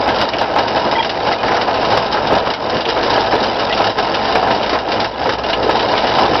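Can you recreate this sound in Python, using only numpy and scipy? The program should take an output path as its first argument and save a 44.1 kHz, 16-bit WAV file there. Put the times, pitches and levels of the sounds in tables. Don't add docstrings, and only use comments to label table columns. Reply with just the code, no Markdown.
import sys
import numpy as np
from scipy import signal
from scipy.fft import rfft, irfft
from scipy.io import wavfile
from scipy.ndimage import uniform_filter1d

SR = 44100
rng = np.random.default_rng(int(sys.argv[2]) if len(sys.argv) > 2 else 0)


def pcm_store(signal):
    levels = np.round(np.clip(np.atleast_2d(signal), -1, 1) * 32767)
    wavfile.write(sys.argv[1], SR, levels.astype(np.int16).T)


N = 282240
TIME = np.arange(N) / SR

# pitch_hz, level_db
HUM_PARTIALS = [(43.5, -59), (110.5, -40.5), (212.5, -43), (332, -42.5), (424, -38), (663, -31.5),
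                (775, -42.5)]
# time_s, level_db
EXHAUST_LEVELS = [(0, -39), (.45, -50), (1.7, -47.5), (2.3, -39), (2.7, -50), (3.0, -39), (3.8, -44),
                  (4.3, -39.5), (5.0, -41.5), (5.7, -38), (6.4, -40)]

# time_s, drumming_db, clatter_db
BALLAST_FLOW = [(0.0, -17, -25.5), (0.34, -20.5, -30.5), (0.8, -19, -26), (1.25, -20, -27.5),
                (1.71, -17.5, -25.5), (2.19, -19, -28.5), (2.69, -20.5, -30.5), (3.03, -20.5, -25),
                (3.99, -18.5, -24.5), (4.51, -19.5, -27), (4.85, -20.5, -30), (5.01, -18, -27.5),
                (5.28, -22, -28), (5.4, -20, -35), (5.81, -18.5, -23.5), (6.4, -18, -24)]
# middle_s, length_s, drumming_rise_db, churning_rise_db
HEAP_SURGES = [(.09, .06, 4.5, 4), (.595, 0.055, 6, 5), (.775, .06, 6, 2.5), (.87, 0.072, 4.5, 7),
               (1.28, .07, 4.5, 4.5), (1.55, .16, 5, 2.5), (1.93, 0.088, 5.5, 4), (2.33, .07, 8.5, 12),
               (2.375, .07, 6.5, 5), (2.76, 0.1, 1, 7.5), (3.0, .12, 2, 3.5), (3.14, 0.41, 4.5, 3.5),
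               (3.34, 0.073, 7.5, 1.5), (3.42, 0.049, 1, 8), (3.63, 0.049, 4, 0), (3.81, .06, 8, 1),
               (3.87, 0.065, 5, -5), (4.385, 0.082, 5, 1), (4.51, .16, 5, 7), (4.76, 0.066, 6, 0),
               (5.3, .04, 4, 3), (5.63, .12, -0.5, 5), (5.85, 0.073, 2, 2.5), (6.22, 0.18, 5.5, 5),
               (6.33, 0.087, 3.5, 10)]
# middle_s, length_s, drop_db
FEED_LULLS = [(.31, .06, 6.5), (.47, .09, 3), (1.09, 0.22, 4.5), (1.39, 0.15, 4), (1.655, 0.06, 4.5),
              (2.09, 0.056, 1.5), (2.24, 0.1, 0.5), (2.575, 0.18, 6), (2.835, 0.057, 4.5),
              (3.52, 0.15, 0.5), (3.945, .09, 9.5), (4.19, 0.034, 1), (4.715, .04, 0), (4.84, 0.13, 2.5),
              (5.12, 0.22, 8), (5.37, 0.063, 6), (5.42, 0.07, 4), (6.01, 0.056, 1)]
# middle_s, length_s, rise_db
PANEL_BOOMS = [(1.95, 0.08, 5), (2.75, 0.2, 7), (2.88, 0.076, 9.5), (3.05, 0.45, 4.5), (3.35, 0.091, 9.5),
               (5.29, 0.066, 13.5), (5.66, 0.32, 9.5), (5.92, .1, 6), (6.31, 0.17, 5.5)]

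# start_s, length_s, pitch_hz, level_db
STONE_SQUEAKS = [(0.951, 0.021, 2010, -19), (0.956, 0.021, 3270, -22), (0.96, 0.042, 907, -11),
                 (0.98, 0.02, 2340, -19.5), (0.984, 0.035, 3253, -18.5), (.999, 0.012, 920, -8),
                 (1.0, 0.015, 1990, -18.5), (1.331, 0.011, 2010, -18), (1.377, 0.045, 2480, -28.5),
                 (1.39, 0.022, 3000, -30), (3.677, .032, 3290, -38), (3.7, 0.026, 1970, -21.5)]
# start_s, level_db, pitch_hz
STONE_CLINKS = [(0.088, -8.5, 1600), (0.334, -9.5, 2460), (0.586, -8.5, 1580), (1.025, -13, 2780),
                (1.094, -12, 2830), (1.431, -12, 1780), (1.481, -6.5, 1660), (1.519, -6.5, 1350),
                (1.567, -5, 1250), (2.147, -14.5, 1650), (2.17, -9, 1400), (2.537, -16, 2240),
                (2.853, -10, 2700), (3.726, -6, 2780), (4.143, -14.5, 2900), (4.628, -13.5, 2900),
                (4.731, -10, 1540), (4.92, -23, 2830), (5.292, -8.5, 1540), (5.438, -15, 2800),
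                (5.531, -5, 2830), (5.794, -11.5, 2960), (5.977, -11, 2920)]
# start_s, level_db
LOUD_HANDFULS = [(.089, -10), (.143, -13), (.185, -12), (.213, -4.5), (.288, -5.5), (.384, -6.5),
                 (.412, -13), (.585, -5), (.68, -6.5), (.759, -8.5), (.912, -5.5), (1.027, -6.5),
                 (1.046, -5), (1.094, -4), (1.27, -7), (1.323, -7.5), (1.545, -6.5), (1.611, -7),
                 (1.741, -9), (1.848, -5), (1.924, -15), (1.972, -11), (2.061, -10), (2.124, -2.5),
                 (2.271, -11), (2.35, -8), (2.382, -9.5), (2.46, -11), (2.502, -5.5), (2.536, -4),
                 (2.697, -7.5), (2.767, -11), (2.807, -8), (2.887, -5), (3.03, -3), (3.103, -8),
                 (3.137, -8), (3.204, -8), (3.436, -6.5), (3.595, -4.5), (3.728, -15), (3.775, -6),
                 (3.841, -4), (3.868, -10), (3.985, -6.5), (4.143, -2.5), (4.25, -9.5), (4.287, -13),
                 (4.323, -11), (4.35, -14), (4.511, -6.5), (4.548, -10), (4.63, -13), (4.694, -5),
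                 (4.73, -10), (4.787, -9), (4.885, -13.5), (4.918, -5), (4.999, -3.5), (5.044, -4.5),
                 (5.292, -7), (5.334, -13), (5.384, -11.5), (5.435, -10), (5.497, -8), (5.628, -7),
                 (5.709, -7.5), (5.754, -8.5), (5.796, -8.5), (5.977, -6.5), (6.069, -7), (6.15, -9),
                 (6.186, -5.5), (6.345, -6.5)]
# start_s, level_db, t60_s
HOOD_KNOCKS = [(.063, -14, 0.22), (.222, -6.5, 0.16), (.412, -5.5, 0.35), (.561, -4, 0.19),
               (.925, -7.5, 0.19), (1.048, -13, 0.18), (1.273, -10, 0.15), (1.315, -5.5, 0.073),
               (1.436, -9, 0.33), (1.516, -7.5, 0.1), (1.68, -6, 0.19), (1.829, -7.5, 0.15),
               (1.975, 1, 0.028), (2.144, -9.5, 0.2), (2.306, -6, 0.042), (2.353, -9, 0.12),
               (2.471, -5.5, 0.15), (2.965, -6.5, 0.18), (3.176, -4, .05), (3.324, -3.5, 0.028),
               (3.804, -5.5, 0.098), (3.985, -9, 0.13), (4.295, -6, 0.047), (4.354, -1.5, 0.088),
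               (4.428, -5.5, 0.19), (4.473, -4, 0.029), (4.506, -6, 0.084), (4.729, -8, 0.16),
               (5.258, -8, 0.14), (5.291, -9, 0.046), (5.497, -9.5, 0.12), (5.532, -10, 0.077),
               (5.693, -2, .09), (5.753, -6, 0.12), (5.831, -3, 0.029), (5.937, -3.5, 0.027),
               (6.04, -4.5, 0.09), (6.185, -3.5, 0.098), (6.239, -9, .09), (6.354, -2, 0.064)]

# frequency_hz, gain_db
BED_SPECTRUM = [(10, -19), (35, -21.5), (65, -6), (120, -3.5), (175, -3.5), (240, 2), (330, 1), (500, -4.5),
                (1200, -32.5)]
STONE_SPECTRUM = [(500, -8), (1500, 5), (2050, -2), (2600, -2.5), (3050, 1.5), (3350, -3), (3950, 2),
                  (4250, -4.5), (4600, 0.5), (5200, 0.5), (5800, -11.5), (6300, -10.5)]
PANEL_SPECTRUM = [(150, -37.5), (300, -7), (380, -2.5), (480, 5), (580, -3.5), (1000, -41)]
HOOD_SPECTRUM = [(100, -25), (250, -10.5), (450, -6.5), (600, -0.5), (800, 2), (1040, -2.5), (1150, -16),
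                 (1450, -15), (1720, -12), (1850, -18), (2600, -18), (6000, -36.5)]
# centre_hz, width_hz, peak_db
FRAME_RESONANCES = [(2380, 110, -5), (2850, 46, 8), (3010, 55, 1), (3760, 130, 0)]
HOOD_RESONANCES = [(1291, 84, 11), (1640, 110, -2)]


def amp(db):
    return 10 ** (np.asarray(db) / 20)


def unit_rms(x):
    return x / np.sqrt(np.mean(x ** 2) + 1e-20)


def steadied(x, span_s):
    power = uniform_filter1d(x ** 2, int(span_s * SR))
    return x / np.sqrt(abs(power) + 1e-9)


def curve(rows, column):
    rows = np.asarray(rows)
    return np.interp(TIME, rows[:, 0], rows[:, column])


def swells(rows, column):
    return sum(row[column] * np.cos(np.pi * np.clip((TIME - row[0]) / row[1], -.5, .5)) ** 2
               for row in rows)


def wander(rate_hz):
    hz = np.fft.rfftfreq(N, 1 / SR)
    return unit_rms(irfft(rfft(rng.standard_normal(N)) * np.exp(-(hz / rate_hz) ** 2), N))


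def add(mix, start_s, sound):
    part = mix[round(start_s * SR):][:len(sound)]
    part += sound[:len(part)]


def lowpass(x, hz):
    kernel = signal.firwin(221, hz, window=("kaiser", 7), fs=SR)
    return signal.oaconvolve(x, kernel[None], "same")


def body(spectrum, modes=(), size=8192):
    hz = np.fft.rfftfreq(size, 1 / SR)
    corner_hz, corner_db = np.transpose(spectrum)
    broad_gain = amp(np.interp(np.log(hz + 1), np.log(corner_hz), corner_db))
    power = 1 + sum(amp(db) ** 2 / (1 + (2 * (hz - centre) / width) ** 2) for centre, width, db in modes)
    log_gain = np.log(broad_gain * np.sqrt(power))
    two_sided = np.concatenate([log_gain, log_gain[-2:0:-1]])
    response = np.fft.ifft(np.exp(np.conj(signal.hilbert(two_sided)))).real[:size // 2]
    return response / np.linalg.norm(response)


def impacts(per_s, spread_db):
    sizes = amp(spread_db * np.clip(rng.standard_normal(N), -2, 2)) * rng.choice([-1, 1], N)
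    return unit_rms(sizes * (rng.random(N) < per_s / SR))


def strike(force, response):
    return signal.oaconvolve(force, response)[:N]


def pelt(force, spectrum, modes, low_hz, high_hz, width_hz, ring_db, block=768):
    starts, out = range(0, N, block), np.zeros(N)
    for start, spot in zip(starts, rng.random((len(starts), 2))):
        local_modes = [(hz, width_hz, ring_db) for hz in low_hz * (high_hz / low_hz) ** spot]
        response = body(spectrum, list(modes) + local_modes, size=2048)
        add(out, start / SR, signal.fftconvolve(force[start:start + block], response))
    return out


def bursts(rows, rise_s, overshoot, overshoot_s):
    t, envelope = TIME[:SR // 2], np.zeros(N)
    attack = (1 - np.exp(-t / rise_s)) * (1 + overshoot * np.exp(-(t / overshoot_s) ** 2))
    for start_s, level_db, t60_s in rows:
        add(envelope, start_s, attack * amp(level_db - 60 * t / t60_s))
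    return envelope


def feed(uneven_db=0.72):
    return uneven_db * wander(rate_hz=8.8) - swells(FEED_LULLS, column=2)


def engine(load_db, exhaust_hz=59.6, load_share=.9):
    shaft_time = np.cumsum(1 + 0.0016 * wander(rate_hz=2.23)) / SR
    hum = sum(amp(db + 2 * wander(rate_hz=6.9)) * np.sin(2 * np.pi * (hz * shaft_time + rng.random()))
              for hz, db in HUM_PARTIALS)
    hum *= amp(load_share * (load_db - load_db.mean()))
    firing_cycles = np.cumsum(exhaust_hz * (1 + .045 * wander(rate_hz=8.8))) / SR
    exhaust_db = curve(EXHAUST_LEVELS, column=1) + 1.6 * wander(rate_hz=5)
    exhaust = amp(exhaust_db) * np.sin(2 * np.pi * firing_cycles)
    return np.sqrt(2) * (hum + exhaust)


def churn(flow_db):
    thuds = steadied(strike(impacts(per_s=1100, spread_db=2), body(BED_SPECTRUM)), span_s=.09)
    return thuds * amp(flow_db + swells(HEAP_SURGES, column=3) - 9)


def squeaks():
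    out = np.zeros(N)
    slip_time = np.cumsum(1 + .013 * wander(rate_hz=170)) / SR
    for start_s, length_s, pitch_hz, level_db in STONE_SQUEAKS:
        cycles = pitch_hz * slip_time[round(start_s * SR):][:round(length_s * SR)]
        envelope = amp(level_db) * signal.windows.tukey(len(cycles), .5)
        add(out, start_s, envelope * np.sin(2 * np.pi * cycles))
    return out * unit_rms(amp(2 * wander(rate_hz=280)))


def clinks(rise_s=0.00054, decay_s=0.012):
    t, out = TIME[:SR // 8], np.zeros(N)
    envelope = np.exp(-t / decay_s) * (1 - np.exp(-t / rise_s))
    for start_s, level_db, hz in STONE_CLINKS:
        spectrum = [(.4 * hz, -22), (.8 * hz, -2), (1.15 * hz, 0), (1.45 * hz, -7), (1.9 * hz, -20)]
        steel = body(spectrum, modes=[(hz, 110, 7)])
        chatter = rng.standard_normal(len(t) + len(steel) - 1)
        ring = steadied(signal.fftconvolve(chatter, steel, "valid"), span_s=0.01)
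        add(out, start_s, ring * envelope * amp(level_db - 5.5))
    return out


def handfuls(light_per_s=5, light_db=-14.5, spread_db=3, t60_s=0.15):
    draws = rng.random((int(light_per_s * N / SR), 2))
    light = [(when * N / SR, light_db + spread_db * (2 * weight - 1)) for when, weight in draws]
    throws = [(start_s, level_db, t60_s) for start_s, level_db in list(LOUD_HANDFULS) + light]
    return bursts(throws, rise_s=0.00076, overshoot=0.41, overshoot_s=0.0049)


def clatter(feed_db, surge_db, surge_share=0.37):
    cracks = impacts(per_s=2200, spread_db=2.0) * amp(2.8 * wander(rate_hz=120))
    trickle = pelt(cracks, STONE_SPECTRUM, FRAME_RESONANCES,
                   low_hz=1516, high_hz=5370, width_hz=94, ring_db=8.5)
    trickle_db = curve(BALLAST_FLOW, column=2) + surge_share * surge_db
    trickle = steadied(trickle, span_s=0.031) * amp(trickle_db)
    thrown = pelt(impacts(per_s=3000, spread_db=0.5), STONE_SPECTRUM, FRAME_RESONANCES,
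                  low_hz=1470, high_hz=5540, width_hz=160, ring_db=0.5)
    thrown = steadied(thrown, span_s=0.0086) * handfuls() * amp(-11.5)
    return (trickle + thrown) * amp(feed_db)


def hood(flow_db, surge_db, boom_share=0.31):
    hail = pelt(impacts(per_s=1700, spread_db=3.0), HOOD_SPECTRUM, HOOD_RESONANCES,
                low_hz=493, high_hz=2106, width_hz=55, ring_db=6.0)
    hail = steadied(hail, span_s=0.025) * amp(flow_db + surge_db + .5)
    rattle = strike(impacts(per_s=3500, spread_db=2.5), body(HOOD_SPECTRUM, HOOD_RESONANCES))
    blows = bursts(HOOD_KNOCKS, rise_s=0.00066, overshoot=0.68, overshoot_s=0.0054)
    knocks = steadied(rattle, span_s=.004) * blows * amp(-6.5)
    panel = strike(impacts(per_s=1200, spread_db=1.5), body(PANEL_SPECTRUM))
    boom_db = flow_db + boom_share * surge_db + swells(PANEL_BOOMS, column=2) - 8
    boom = steadied(panel, span_s=0.038) * amp(boom_db)
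    return hail + knocks + boom


def scene():
    feed_db, surge_db = feed(), swells(HEAP_SURGES, column=2)
    flow_db = curve(BALLAST_FLOW, column=1) + feed_db
    stones = hood(flow_db, surge_db) + clatter(feed_db, surge_db) + clinks() + squeaks() + churn(flow_db)
    return (stones + engine(load_db=flow_db + surge_db))[None]


def record(dry, overload=.76, ceiling=.71, treble_cut_hz=5900, cutoff_hz=15870):
    rounded = dry / (1 + (dry / overload) ** 8) ** (1 / 8)
    clipped = np.clip(lowpass(rounded, treble_cut_hz), -ceiling, ceiling)
    return lowpass(clipped, cutoff_hz)


dry = scene()
out = record(dry)
pcm_store(out)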